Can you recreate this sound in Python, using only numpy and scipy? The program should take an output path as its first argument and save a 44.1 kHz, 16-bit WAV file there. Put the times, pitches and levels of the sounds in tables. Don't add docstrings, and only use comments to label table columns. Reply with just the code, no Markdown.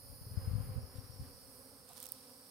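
import sys
import numpy as np
from scipy.fft import rfft, irfft, next_fast_len
from scipy.io import wavfile
from scipy.ndimage import map_coordinates

SR = 44100
rng = np.random.default_rng(int(sys.argv[2]) if len(sys.argv) > 2 else 0)


def persist_wave(psi):
    counts = np.round(np.clip(psi, -1, 1) * 32767).astype(np.int16)
    wavfile.write(sys.argv[1], SR, np.atleast_2d(counts).T)


N = 110250

SWARM_WINGBEATS = [195.85, 232.9, 245.1, 251.7, 259.5, 266.2, 274.5]
# (time [s], level [dB])
SWARM_SWELL = [(0, -65.5), (.3, -63), (.42, -61.5), (.8, -59), (1.0, -64), (2.0, -64.5), (2.5, -66.5)]
# (time [s], wingbeat [Hz], glide [Hz per s], level [dB], overtones against the wingbeat [dB])
BEE_PASSES = [(0.101, 274.8, -150, -71.5, 5), (.425, 265.5, -170, -63.5, 4.5), (.6, 257.9, 120, -56, -2),
              (0.711, 256, -100, -58, -4), (0.781, 236, -130, -55.5, -12), (0.789, 263.6, 39.5, -63, 3),
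              (0.976, 259.6, 0, -59.5, -2.5), (1.246, 262.5, 169, -60, -5), (1.6, 266, 69.5, -63.5, 1),
              (1.73, 267.4, -59.5, -63, -9), (2.158, 252, -130, -61, -8), (2.289, 246, -60.5, -66, -3)]
WING_DRIFT, WING_FLUTTER = .026, .021
FLIGHT_DB, TURN_DB = 3.5, 2
PASS_S = .038


def bees(count=24):
    ranks = (np.arange(count) + .5) / count
    shares = np.linspace(0, 1, len(SWARM_WINGBEATS))
    swarm = 0
    for wingbeat_hz in np.interp(ranks, shares, SWARM_WINGBEATS):
        flight = amp(FLIGHT_DB * wobble(6.08))
        hz = wingbeat_hz * np.exp(WING_DRIFT * wobble(7) + WING_FLUTTER * wobble(45))
        swarm = swarm + flight * buzz(hz, TURN_DB * (wobble(7.93) - .5))
    swell_db, = curves(SWARM_SWELL)
    out = amp(swell_db) * unit(swarm)
    for s, wingbeat_hz, glide, db, overtones_db in BEE_PASSES:
        t = np.clip(clock() - s, -5 * PASS_S, 5 * PASS_S)
        hz = (wingbeat_hz + glide * t) * np.exp(WING_FLUTTER * wobble(45))
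        out += amp(db) * np.exp(-(t / PASS_S) ** 2 / 2) * buzz(hz, overtones_db)
    return out


# (frequency [Hz], level [dB])
BEE_HARMONICS = [(190, -3.5), (260, -1), (400, 1), (530, -1), (780, -10.5), (1050, -10), (1500, -19),
                 (3000, -25.5)]
BEE_LAG_MS, BEE_SCATTER_MS = 0.16, 0.11


def buzz(hz, overtones_db, order=12):
    lag_s = (BEE_LAG_MS + BEE_SCATTER_MS * rng.normal()) / 10 ** 3
    beats = np.cumsum(hz) / SR - hz * np.array([[lag_s], [0]])
    gains = amp(along(BEE_HARMONICS, np.arange(1, order + 1) * hz.mean()))
    partials = gains[1:] * np.exp(2j * np.pi * rng.random(order - 1))
    stroke = 2 ** 9 * irfft(np.r_[0, 0, partials], 2 ** 10)
    overtones = stroke[(beats % 1 * (len(stroke) - 1)).astype(int)]
    wingbeat = gains[0] * np.cos(2 * np.pi * (beats + rng.random()))
    return wingbeat + amp(overtones_db) * overtones


# (time [s], level [dB])
RUSTLE_SWELL = [(0, -85.5), (.91, -92), (.96, -66), (1.02, -72.5), (1.86, -73), (1.9, -61), (1.95, -62.5),
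                (1.974, -54), (1.986, -63), (2.004, -60), (2.015, -56.5), (2.065, -63), (2.1, -64),
                (2.2, -65), (2.5, -72)]
# (frequency [Hz], level [dB])
LEAF_COLOUR = [(300, -7), (900, 5.5), (2000, -7), (4000, 4), (7000, -4.5), (9000, 6), (13000, -4.5),
               (16000, -37)]
# (time [s], level before the decay [dB], corner where the treble opens [Hz])
LEAF_CRACKLES = [(1.8905, -43, 11100), (1.933, -44, 12500), (1.967, -47, 6000), (1.972, -43, 11000),
                 (1.98, -43, 6500), (2.0025, -37, 9000), (2.0123, -41, 9600), (2.028, -37, 6000),
                 (2.0314, -36, 8050), (2.0402, -37, 9000), (2.0565, -36, 8500), (2.0647, -43, 12000),
                 (2.067, -36, 10150), (2.0895, -40, 9700)]
# (frequency [Hz], level [dB])
SCUFF_COLOUR = [(400, -34), (700, 13), (1100, 8), (1800, -26), (9000, -42)]
SCUFF_S, SCUFF_LENGTH_S, SCUFF_DB = 1.909, 0.0088, -60
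RUSTLE_GRAIN_DB = 4


def leaves():
    rustle_db, = curves(RUSTLE_SWELL)
    grain = unit(amp(RUSTLE_GRAIN_DB * wobble(700)))
    out = pan(right_db=6.0) * amp(rustle_db) * grain * rush(LEAF_COLOUR, 0.41)
    for s, db, hz in LEAF_CRACKLES:
        burst = pan(right_db=9.5) * amp(db) * crackle(hz)
        out[:, round(s * SR):][:, :burst.shape[1]] += burst
    scuff = np.exp(-((clock() - SCUFF_S) / SCUFF_LENGTH_S) ** 2 / 2) * rush(SCUFF_COLOUR, 0.26)
    return out + amp(SCUFF_DB) * scuff


# (multiple of its corner frequency [ratio], level [dB])
CRACKLE_COLOUR = [(.1, -29), (.4, -7), (1, 0), (1.6, 3.5), (3, 3.5)]
CRACKLE_T60_S = .006


def crackle(hz, size=1024):
    shape = np.array(CRACKLE_COLOUR) * [hz, 1]
    colour = amp(along(shape, np.fft.rfftfreq(size, 1 / SR)))
    burst = unit(irfft(rfft(rng.standard_normal((2, size))) * colour, size))
    return burst * amp(-60 * np.arange(size) / SR / CRACKLE_T60_S)


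# (time [s], level [dB])
TWIG_FRACTURES = [(2.1203, -24), (2.1228, -43)]
# (frequency [Hz], level [dB], time to fall by 60 dB [s])
TWIG_MODES = [(4900, -21, .006), (10450, 0.5, 0.0029), (11920, -3, 0.0036), (14300, 6, 0.00151),
              (14900, -1, 0.00254)]


def twig():
    out = np.zeros(N)
    for s, db in TWIG_FRACTURES:
        t = np.maximum(clock() - s, 0)
        ring = sum(amp(level - 60 * t / t60) * np.sin(2 * np.pi * hz * t) for hz, level, t60 in TWIG_MODES)
        onset = 1 - np.exp(-t / 0.0004)
        out += amp(db) * ring * onset
    return pan(right_db=18.5) * out


# (time [s], left level [dB], right level [dB])
RUMBLE_SWELL = [(0, -69, -63), (.1, -50.5, -58.5), (.18, -61, -59), (.42, -49, -47), (.6, -41.5, -48),
                (.8, -49, -47), (1.04, -61, -65), (1.23, -49.5, -59.5), (1.33, -64.5, -60.5),
                (1.5, -64.5, -67), (2.5, -81.5, -80)]
# (frequency [Hz], level [dB])
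RUMBLE_COLOUR = [(20, -17), (40, -4), (60, -3.5), (105, 2.5), (150, -10), (220, -23), (320, -36),
                 (700, -91)]
# (time [s], left level [dB], right level [dB])
EDDY_THUMPS = [(.214, -41, -62), (0.268, -40.5, -43.5), (.315, -36.5, -46), (0.376, -23, -55),
               (.477, -25.5, -52), (0.514, -28.5, -51), (0.536, -26, -36.5), (.555, -25, -55),
               (.584, -27.5, -53), (0.604, -32, -60), (0.693, -33.5, -45), (0.713, -35, -49),
               (.763, -36.5, -29), (0.779, -64, -30.5), (.838, -39.5, -63), (0.957, -40.5, -64),
               (0.986, -33.5, -52), (1.098, -42.5, -56), (1.14, -46, -62), (1.198, -36, -45),
               (1.211, -50, -36), (1.227, -40, -49)]
# (time [s], level [dB])
BREEZE_SWELL = [(0, -90), (.28, -71.5), (.39, -61.5), (.6, -62.5), (.8, -64), (.88, -67), (1.1, -70.5),
                (1.25, -63.5), (1.33, -75), (2.5, -79.5)]
# (frequency [Hz], level [dB])
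BREEZE_COLOUR = [(100, -1), (330, -3.5), (700, -9), (1200, -6.5), (2500, -16), (4000, -23.5), (9000, -33)]
RUMBLE_FLUTTER_DB = 2
THUMP_HZ, THUMP_UPPER_DB = 100, -19
THUMP_RISE_S, THUMP_FALL_S = .0022, .0078


def wind():
    t = clock()
    flutter_db = RUMBLE_FLUTTER_DB * np.array([wobble(35.1), wobble(35.4)])
    out = amp(np.array(curves(RUMBLE_SWELL)) + flutter_db) * rush(RUMBLE_COLOUR, .1)
    for s, left_db, right_db in EDDY_THUMPS:
        detune = np.exp(rng.normal(0, 0.12, (2, 1)))
        phase = 2 * np.pi * THUMP_HZ * (t - s) * detune
        push = np.cos(phase) + amp(THUMP_UPPER_DB) * np.cos(2 * phase)
        swell = 2 * np.exp(-np.logaddexp((s - t) / THUMP_RISE_S, (t - s) / THUMP_FALL_S))
        out += amp([[left_db], [right_db]]) * swell * push
    breeze_db, = curves(BREEZE_SWELL)
    return out + amp(breeze_db + 2.85 * wobble(20.02)) * rush(BREEZE_COLOUR, 0.29)


# (time [s], first level [dB], second level [dB])
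SHRILL_SWELL = [(0, -59, -75), (.35, -60.5, -77), (.7, -61.5, -73), (.95, -64, -74), (1.2, -64, -67),
                (1.6, -66.5, -62), (1.83, -72, -64.5), (1.95, -80, -62.5), (2.25, -71, -62.5),
                (2.5, -74, -63)]
# (frequency [Hz], level [dB])
FIRST_SHRILL_COLOUR = [(6500, -30.5), (8100, -38), (8700, -11), (9700, -5.5), (10400, -6.5), (11200, -14.5),
                       (12900, -13.5), (14000, -7), (14700, -11.5), (15400, -24)]
# (frequency [Hz], level [dB])
SECOND_SHRILL_COLOUR = [(6500, -61), (7700, -10), (8800, 2.5), (9600, -2.5), (10500, -2), (11200, -9.5),
                        (12300, -4.5), (13600, -3.5), (15400, -12.5)]


def shrill_insects():
    first_db, second_db = curves(SHRILL_SWELL)
    first = amp(first_db + 1.1 * wobble(15.6)) * streaked(rush(FIRST_SHRILL_COLOUR, 0.68))
    second = amp(second_db + 0.49 * wobble(22)) * streaked(rush(SECOND_SHRILL_COLOUR, 0.62))
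    return pan(right_db=4.5) * first + pan(right_db=8.0) * second


SHRILL_STREAK_DB = 2.5


def streaked(x):
    knots = rng.standard_normal(size=500)
    knots_hz = np.linspace(0, SR / 2, len(knots))
    return unit(filtered(x, lambda hz: amp(SHRILL_STREAK_DB * np.interp(hz, knots_hz, knots))))


# (time [s], lower chorus level [dB], higher chorus level [dB])
CICADA_SWELL = [(0, -65, -73), (.76, -65, -80), (.84, -67, -72.5), (1.4, -65.5, -70), (1.85, -69.5, -73),
                (2.15, -67.5, -68.5), (2.5, -67.5, -70)]
# (frequency [Hz], level [dB])
LOW_CICADA_COLOUR = [(3700, -46), (4150, -7), (4550, -2.5), (5000, 0.5), (5280, 0), (5520, -32)]
# (frequency [Hz], level [dB])
HIGH_CICADA_COLOUR = [(4900, -26), (5250, -4), (5620, 2.5), (5950, -36)]
# (start [s], end [s], frequency [Hz], level [dB])
NEAR_CICADAS = [(.25, .6, 5060, -75), (.78, 1.25, 5535, -72.5), (.8, 1.2, 5295, -76),
                (1.22, 1.75, 5615, -78), (1.66, 2.5, 4765, -78), (2.04, 2.37, 5433, -76)]
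TYMBAL_HZ, TYMBAL_DEPTH = 225, .35
SINGER_FADE_S, SINGER_WAVER = .05, .002


def cicadas():
    t = clock()
    low_db, high_db = curves(CICADA_SWELL)
    song = amp(low_db) * rush(LOW_CICADA_COLOUR, 0.18, lag_ms=0.22)
    song += amp(high_db) * rush(HIGH_CICADA_COLOUR, 0.18, lag_ms=0.22)
    pulse_hz = TYMBAL_HZ * (1 + 0.0146 * wobble(8.58))
    song *= 1 + TYMBAL_DEPTH * np.cos(2 * np.pi * np.cumsum(pulse_hz) / SR)
    for start, end, hz, db in NEAR_CICADAS:
        phase = 2 * np.pi * np.cumsum(hz * (1 + SINGER_WAVER * wobble(60))) / SR
        gate = np.clip(np.minimum(t - start, end - t) / SINGER_FADE_S, 0, 1)
        tone = np.sin(phase + rng.normal(0, 0.28, (2, 1)))
        song += amp(db + 5.9 * wobble(35.05)) * gate * tone
    return pan(right_db=3.0) * song


# (frequency [Hz], level [dB])
AIR_COLOUR = [(25, -34), (100, 4), (330, -5), (700, -7), (1200, -6), (2000, -13), (3500, -17.5),
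              (7000, -16.5), (15000, -35)]
# (frequency [Hz], left-right likeness [0 to 1])
AIR_LIKENESS = [(60, 1), (200, 0.87), (500, 0.79), (1300, 0.23), (2500, 0.23), (10000, 0.97)]
AIR_DB = -67.5


def outdoor_air():
    return pan(right_db=1.0) * amp(AIR_DB) * rush(AIR_COLOUR, AIR_LIKENESS, lag_ms=0.15)


def rush(spectrum, alike, lag_ms=0):
    def mid_side(hz):
        likeness = along(alike, hz) if np.ndim(alike) else alike + 0 * hz
        angle = np.arccos(np.clip(likeness, -1, 1)) / 2
        return amp(along(spectrum, hz)) * [np.cos(angle), np.sin(angle)]
    mid, side = filtered(rng.standard_normal((2, N)), mid_side)
    left = filtered(mid + side, lambda hz: np.exp(-2j * np.pi * hz * lag_ms / 10 ** 3))
    return unit(np.array([left, mid - side]))


def pan(right_db):
    return amp(np.array([[-right_db], [right_db]]) / 2)


def filtered(x, response):
    m = next_fast_len(N + SR // 4)
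    return irfft(rfft(x, m) * response(np.fft.rfftfreq(m, 1 / SR)), m)[..., :N]


def wobble(rate):
    span = N * rate / SR
    at = np.arange(int(span * 10) + 2) / 10
    knots = rng.standard_normal(int(span) + 4)
    return np.interp(clock() * rate, at, map_coordinates(knots, [at + 1]))


def curves(rows):
    s, *cols = np.transpose(rows)
    return [np.interp(clock(), s, c) for c in cols]


def clock():
    return np.arange(N) / SR


def along(points, hz):
    f, v = np.transpose(points)
    return np.interp(np.log(hz + 1), np.log(f + 1), v)


def unit(x):
    return x / np.sqrt(np.mean(x ** 2) + 1e-20)


def amp(db):
    return np.exp(np.asarray(db) * np.log(10) / 20)


def scene():
    near = pan(right_db=1.5) * bees() + leaves() + twig() + wind()
    return near + shrill_insects() + cicadas() + outdoor_air()


LOW_CUT_HZ, TOP_HZ = 36, 15900


def record(dry):
    def response(hz):
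        bass_cut = hz ** 3 / np.hypot(hz ** 3, LOW_CUT_HZ ** 3)
        return bass_cut * (hz < TOP_HZ)
    return filtered(dry, response)


dry = scene()
out = record(dry)
persist_wave(out)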